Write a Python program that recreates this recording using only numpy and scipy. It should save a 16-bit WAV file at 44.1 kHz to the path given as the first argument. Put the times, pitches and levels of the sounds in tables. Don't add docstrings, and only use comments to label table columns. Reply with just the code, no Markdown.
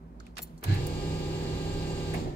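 import sys
import numpy as np
from scipy import signal
from scipy.fft import irfft
from scipy.io import wavfile
from scipy.ndimage import uniform_filter1d

SR = 44100
rng = np.random.default_rng(int(sys.argv[2]) if len(sys.argv) > 2 else 0)


def volts(x):
    e = np.asarray(x, float) / 20
    return 10 ** e


def output_pcm(signal):
    pcm = np.clip(np.atleast_2d(signal).T, -1, 1) * 32767
    wavfile.write(sys.argv[1], SR, np.round(pcm).astype(np.int16))


N = 103723

ON_S, HISS_OFF_S, OFF_S, RUN_DOWN_S = 0.645, 2.201, 2.266, 0.13
SLOW_PUMP_HZ, FAST_PUMP_HZ = 31.69, 40.38


def rms_one(x):
    return x / np.sqrt(np.mean(x ** 2) + 1e-20)


def at_hz(points, hz):
    table_hz, value = np.array(points)[:, 0], np.array(points)[:, 1]
    return np.interp(np.log(hz), np.log(table_hz), value)


def drift(rate):
    r = np.exp(-80 * np.pi * rate / SR)
    white = rng.standard_normal(N // 40 + 2002)
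    slow = signal.lfilter([1], [1, -2 * r, r * r], white)[2000:]
    return np.interp(np.arange(N) / 40, np.arange(len(slow)), rms_one(slow))


def bump(t, at_s, spread_s):
    return np.exp(-((t - at_s) / spread_s) ** 2)


def resonance(x, hz, width):
    r = np.exp(-np.pi * width / SR)
    ring = [1, -2 * r * np.cos(2 * np.pi * hz / SR), r * r]
    return signal.lfilter(np.array([1, 0, -1]) * (1 - r * r) / 2, ring, x)


# pitch_hz, likeness (0-1)
LIKENESS = [(60, 0.81), (200, 0.89), (420, 0.61), (850, 0.54), (1800, 0.38), (3500, 0.16), (7000, 0),
            (12000, 1)]


def pair(one, other, hz):
    alike = np.clip(at_hz(LIKENESS, hz), 0, 1)
    late = np.roll(one, 19 if hz > 500 else 4)
    return np.sqrt(alike) * np.array([one, late]) + np.sqrt(1 - alike) * other


def banded_noise(spectrum, patchy_db):
    out, edges = 0, 25 * 2 ** np.arange(0, 9.5, 1 / 3)
    white = rng.standard_normal((2, 3, N))
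    for k, (low, high) in enumerate(zip(edges, edges[1:])):
        hz = np.sqrt(low * high)
        if spectrum[0][0] / 1.3 < hz < spectrum[-1][0] * 1.3:
            band_filter = signal.butter(2, [low, high], "band", fs=SR, output="sos")
            bands = signal.sosfilt(band_filter, white[k % 2])
            level = volts(at_hz(spectrum, hz) + patchy_db * drift(36))
            out = out + level * pair(bands[0], bands[1:], hz)
    return rms_one(out)


def running(t, rise_s, off_s, fall_s):
    rise = 1 - np.exp(-np.maximum(t - ON_S, 0) / rise_s)
    return rise * np.exp(-np.maximum(t - off_s, 0) / fall_s)


def shaft(t, shaft_hz, wobble, lag, lag_s):
    starting = lag * np.exp(-np.abs(t - ON_S) / lag_s)
    slowed = 0.092 * np.maximum(t - OFF_S + 0.07, 0) / RUN_DOWN_S + starting
    return np.cumsum(shaft_hz * (1 - slowed + wobble * drift(5.05))) / SR


def pump_tones(turns, shaft_hz, orders):
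    out, coasting_s = 0, np.maximum(np.arange(N) / SR - HISS_OFF_S + 0.03, 0)
    for k, db in zip(orders["count"], orders["db"]):
        unlike = 1 - np.clip(at_hz(LIKENESS, k * shaft_hz), 0, 1)
        lag = unlike * (0.3 + 0.06 * drift(3))
        phase = k * turns + rng.random()
        level = volts(db + 2 * drift(18) - 6 * k * coasting_s)
        out = out + level * np.sqrt(2) * np.sin(2 * np.pi * np.array([phase, phase - lag]))
    return out


# count (times the shaft speed), db (level_db)
SLOW_ORDERS = dict(count=[1, 2, 3, 4, 5, 6, 7, 12, 13, 16, 17, 18, 21, 26],
               db=[-6, -5.5, -3, -5.5, 1, -11, -17.5, -9.5, -15.5, -18, -19.5, -16.5, -24.5, -20])


def slow_pump(t):
    turns = shaft(t, SLOW_PUMP_HZ, wobble=0.001, lag=0.4, lag_s=0.1)
    level = volts(-39 + 5 * bump(t, at_s=2.176, spread_s=0.016))
    return level * pump_tones(turns, SLOW_PUMP_HZ, SLOW_ORDERS)


# count (times the shaft speed), db (level_db)
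FAST_ORDERS = dict(count=[6, 7, 8, 9, 10, 12, 13, 18, 20, 21, 23, 24, 25, 30, 40, 41, 42, 45, 50, 55, 58, 60, 69, 70, 79, 80, 90, 100, 103, 111, 112, 119, 120],
               db=[-7.5, -1, -2, 0.5, 1.5, -4, -10, -13.5, -7.5, -9, -17.5, -32, -17.5, -13.5, -16.5, -16.5, -25, -19.5, -18.5, -29, -16, -21, -29, -12.5, -32, -16.5, -28, -17.5, -31, -20, -15, -20, -16.5])


def fast_pump(turns):
    return volts(-46) * pump_tones(turns, FAST_PUMP_HZ, FAST_ORDERS)


# pitch_hz, level_db (per Hz)
RUMBLE = [(15, -37), (25, 4.5), (157, -4), (231, -7.5), (376, -7), (613, -13.5), (803, -11), (904, -14.5),
          (1400, -34), (1820, -51), (3080, -120)]


def rumble_noise():
    return banded_noise(RUMBLE, patchy_db=-1.0)


# pitch_hz, level_db (per Hz)
HISS = [(1100, -5.5), (1460, -9.5), (1700, -8), (4800, -6), (5900, -16), (7700, -9.5), (8800, -23),
        (16000, -29)]


def flow_noise():
    return banded_noise(HISS, patchy_db=1.5)


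def brushes(turns):
    k = np.arange(1, 513)
    level = volts(at_hz(HISS, k * FAST_PUMP_HZ) + 2.5 * rng.standard_normal((2, k.size))) * (k > 26)
    track = irfft(level * np.exp(2j * np.pi * rng.random((2, k.size))), 4096)
    scrape = [np.interp(turns % 1, np.linspace(0, 1, side.size), side) for side in track]
    return volts(-51.5) * rms_one(np.array(scrape))


def whistle(hiss):
    return volts(-66) * rms_one(resonance(resonance(hiss, 7440, 30), 7440, 30))


# time_s, level_db
JOLT = [
    (.65, -49),
    (0.675, -25),
    (0.699, -19),
    (0.726, -18.5),
    (.765, -27.5),
    (.785, -37),
    (.80, -36.5),
    (.86, -33.5),
    (.9, -60),
]
# pitch_hz, level_db
PAN = [(99.8, -2.5), (128.3, -9), (168, -17), (315.7, -22.5), (276, -25.5)]


def jolt(t):
    s, db = np.transpose(JOLT)
    fade_in, fade_out = np.clip((t - s[0]) / 0.011, 0, 1), np.clip((s[-1] - t) / 0.062, 0, 1)
    level = volts(np.interp(t, s, db)) * fade_in * fade_out
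    return level * sum(np.sqrt(2) * volts(g) * np.sin(2 * np.pi * hz * (t - 0.7285)) for hz, g in PAN)


# pitch_hz, width_hz, level_db
BRACKETS = [(1690, 94, 2), (2060, 510, 3), (2640, 200, -12), (3970, 240, -3)]


def inrush_buzz(t, hiss):
    buzz = sum(volts(db) * rms_one(resonance(hiss, hz, width)) for hz, width, db in BRACKETS)
    return volts(-48) * buzz * bump(t, at_s=0.724, spread_s=0.061)


def stopping_shudder(t, rumble, hiss):
    shudder = volts(-39.5) * rms_one(resonance(rumble, 286, 140)) * bump(t, at_s=2.257, spread_s=0.083)
    settle = rms_one(resonance(rumble, 560, 150))
    settle = settle + volts(-8) * rms_one(resonance(hiss, 1800, 150))
    settle = settle + volts(-12) * rms_one(resonance(hiss, 1350, 150))
    return shudder + volts(-53) * settle * bump(t, at_s=2.29, spread_s=0.12)


# start_s, level_db, pitch_hz, t60_s (time to fall 60 dB), width (share of pitch)
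CLICKS = [(0.2008, -48, 5200, 0.017, 0.7), (0.203, -46, 1310, 0.036, 0.48),
          (0.2666, -51.5, 1770, 0.024, 1.5), (.266, -55, 8900, 0.012, 1.3), (0.355, -64, 3970, 0.08, 1),
          (0.3685, -41, 3160, 0.092, 1.3), (0.381, -41.5, 4970, 0.047, 5.9), (.369, -40, 910, 0.042, 1.2),
          (0.3795, -39, 1300, 0.068, 1.7), (.3845, -37.5, 2980, 0.036, 1.2),
          (0.389, -37.5, 2480, 0.029, 0.98), (0.391, -42.5, 450, 0.07, 2.1), (.397, -59, 5000, 0.027, 2),
          (.411, -56, 9000, .06, 1), (0.419, -50, 11000, 0.06, 1), (0.427, -40.5, 9000, 0.053, 3.2),
          (0.474, -63, 5870, 0.029, 1.4), (0.5783, -57.5, 6450, 0.059, 1), (0.61, -63, 6940, 0.027, .3),
          (.628, -43, 1000, 0.12, 1.4), (.628, -45.5, 376, 0.22, 1), (0.6346, -45, 13400, 0.087, 0.31),
          (0.638, -34, 8040, 0.033, 2.3), (0.639, -36, 770, 0.11, 0.65), (.641, -36.5, 1900, 0.039, 2.2),
          (0.645, -46, 3500, 0.039, 1.2), (0.739, -49, 13000, 0.055, 0.86),
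          (0.8677, -38, 10800, 0.037, 2.3), (2.138, -46, 6000, 0.12, 2.7), (2.136, -40.5, 1780, 0.094, .4),
          (2.143, -39, 2170, 0.1, 0.4), (2.141, -34, 734, 0.16, 0.51)]


def clicks():
    out, tail = np.zeros((2, N + SR)), np.arange(SR // 5) / SR
    for s, db, hz, t60, spread in CLICKS:
        white = rng.standard_normal((3, tail.size))
        ringing = resonance(resonance(white, hz, spread * hz), hz, spread * hz)
        burst = rms_one(ringing + volts(-45) * white)
        grain = np.repeat(rng.standard_normal(tail.size // 40 + 1), 40)[:tail.size]
        grain_db = 1.5 * uniform_filter1d(grain, size=30)
        crack_db = 5 * np.exp(-tail / 0.00091)
        cabin = volts(-29 - 60 * tail / 0.8)
        fall = volts(crack_db - 60 * tail / t60 + grain_db) + cabin
        rise = 1 - np.exp(-tail / 0.00048)
        start = int(s * SR)
        out[:, start:start + tail.size] += pair(burst[0], burst[1:], hz) * volts(db) * fall * rise
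    return out[:, :N] * volts([[-1.25], [1.25]])


# pitch_hz, level_db, t60_s (time to fall 60 dB)
KEYS = [(4300, -10.5, 0.061), (6000, -20, .06), (7250, -5.5, 0.062), (8050, -13, 0.034), (9550, -12, 0.099),
        (10000, -12.5, 0.082), (12660, -8, .03), (14300, -5, 0.055), (14400, -16, 0.097), (15360, -16, .06),
        (15670, -22, .08)]
# pitch_hz, level_db, t60_s
BLADE = [(11430, 3, 0.03), (11000, -25, .08), (13800, 2, 0.039)]
# start_s, ring level_db, blade level_db, tilt (dB per octave)
TOUCHES = [(0.203, -62, -85, -16), (.399, -60, -72, 7), (.4115, -58, -75, 2), (.4190, -40, -48, 3),
           (0.4213, -52, -44, 5), (.4245, -43.5, -50, 3), (0.429, -46, -46, 7), (.431, -43, -47, 2),
           (.434, -55, -54, -7), (.472, -58, -72, -9), (0.578, -63, -74, -10), (.6102, -67, -79, 3),
           (0.6393, -41.5, -52, -4.5), (.642, -51, -54, -2), (0.74, -50, -60, 2), (.746, -50, -70, 2)]


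def keys():
    s, ring_db, blade_db, tilt = np.transpose(TOUCHES)
    out = np.zeros((2, N))
    for modes, db in ((KEYS, ring_db), (BLADE, blade_db)):
        for hz, level_db, t60 in modes:
            hits = np.full((2, N), 1e-18)
            uneven_db = 2 * rng.standard_normal((len(s), 2)).T
            hits[:, (s * SR).astype(int)] = volts(db + level_db + tilt * np.log2(hz / 9000) + uneven_db)
            r, w = volts(-60 / (t60 * SR)), 2 * np.pi * hz / SR
            ring = [1, -2 * r * np.cos(w), r * r]
            left = signal.lfilter([0, np.sin(w)], ring, hits[0])
            right = signal.lfilter([1, -r * np.cos(w)], ring, hits[1])
            out += volts(3.5 * drift(150)) * np.array([left, right])
    return out


def rustle(t, hiss):
    soft = rms_one(resonance(hiss, 2500, 5400))
    return volts(-70 + 2 * drift(30)) * soft * bump(t, at_s=0.26, spread_s=0.056)


# pitch_hz, level_db, waver_db
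DRONE = [(55.7, -51, -0.5), (164.4, -58.5, 5), (242, -59, 1.5), (385, -67, 2.5)]


def drone():
    out = 0
    for hz, db, waver_db in DRONE:
        phase = np.cumsum(hz * (1 + 0.01765 * drift(5.4))) / SR
        out = out + volts(db + waver_db * drift(6.3)) * np.sqrt(2) * np.sin(2 * np.pi * phase)
    return out


# pitch_hz, level_db (per Hz)
FLOOR = [(25, -19), (50, -4), (114, -17.5), (185, -10), (400, -21.5), (900, -27.5), (3300, -53),
         (16000, -63)]


def cabin_floor(hiss):
    whine = volts(-93) * rms_one(resonance(hiss, 4090, 300))
    return whine + volts(-50) * banded_noise(FLOOR, patchy_db=0.5)


def scene():
    t = np.arange(N) / SR
    sagging_hz = FAST_PUMP_HZ - 0.45 * (t - ON_S)
    fast_turns = shaft(t, sagging_hz, wobble=0.0004, lag=0.18, lag_s=0.06)
    hiss, rumble = flow_noise(), rumble_noise()
    pumps = slow_pump(t) + fast_pump(fast_turns) + volts(-39.5) * rumble
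    pumps = pumps * running(t, rise_s=0.037, off_s=OFF_S, fall_s=RUN_DOWN_S)
    flow = volts(-49) * hiss + brushes(fast_turns) + whistle(hiss)
    flow = flow * running(t, rise_s=0.031, off_s=HISS_OFF_S, fall_s=0.099)
    start_and_stop = jolt(t) + inrush_buzz(t, hiss) + stopping_shudder(t, rumble, hiss)
    hand = clicks() + keys() + rustle(t, hiss)
    return pumps + flow + start_and_stop + hand + drone() + cabin_floor(hiss)


def low_pass(x):
    return signal.sosfilt(signal.butter(12, 16470, fs=SR, output="sos"), x)


def record(dry):
    cut = signal.sosfilt(signal.ellip(10, 0.5, 60, 15750, fs=SR, output="sos"), dry)
    cut = signal.sosfilt(signal.butter(2, 22, "high", fs=SR, output="sos"), cut)
    bass = signal.lfilter(*signal.butter(1, 45, fs=SR), cut)
    treble = signal.lfilter(*signal.butter(1, 5000, "high", fs=SR), cut)
    tilted = cut + bass * (volts([[-0.5], [0.5]]) - 1) + treble * (volts([[2.75], [-2.75]]) - 1)
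    return low_pass(tilted * volts([[-0.87], [0.87]]))


dry = scene()
out = record(dry)
output_pcm(out)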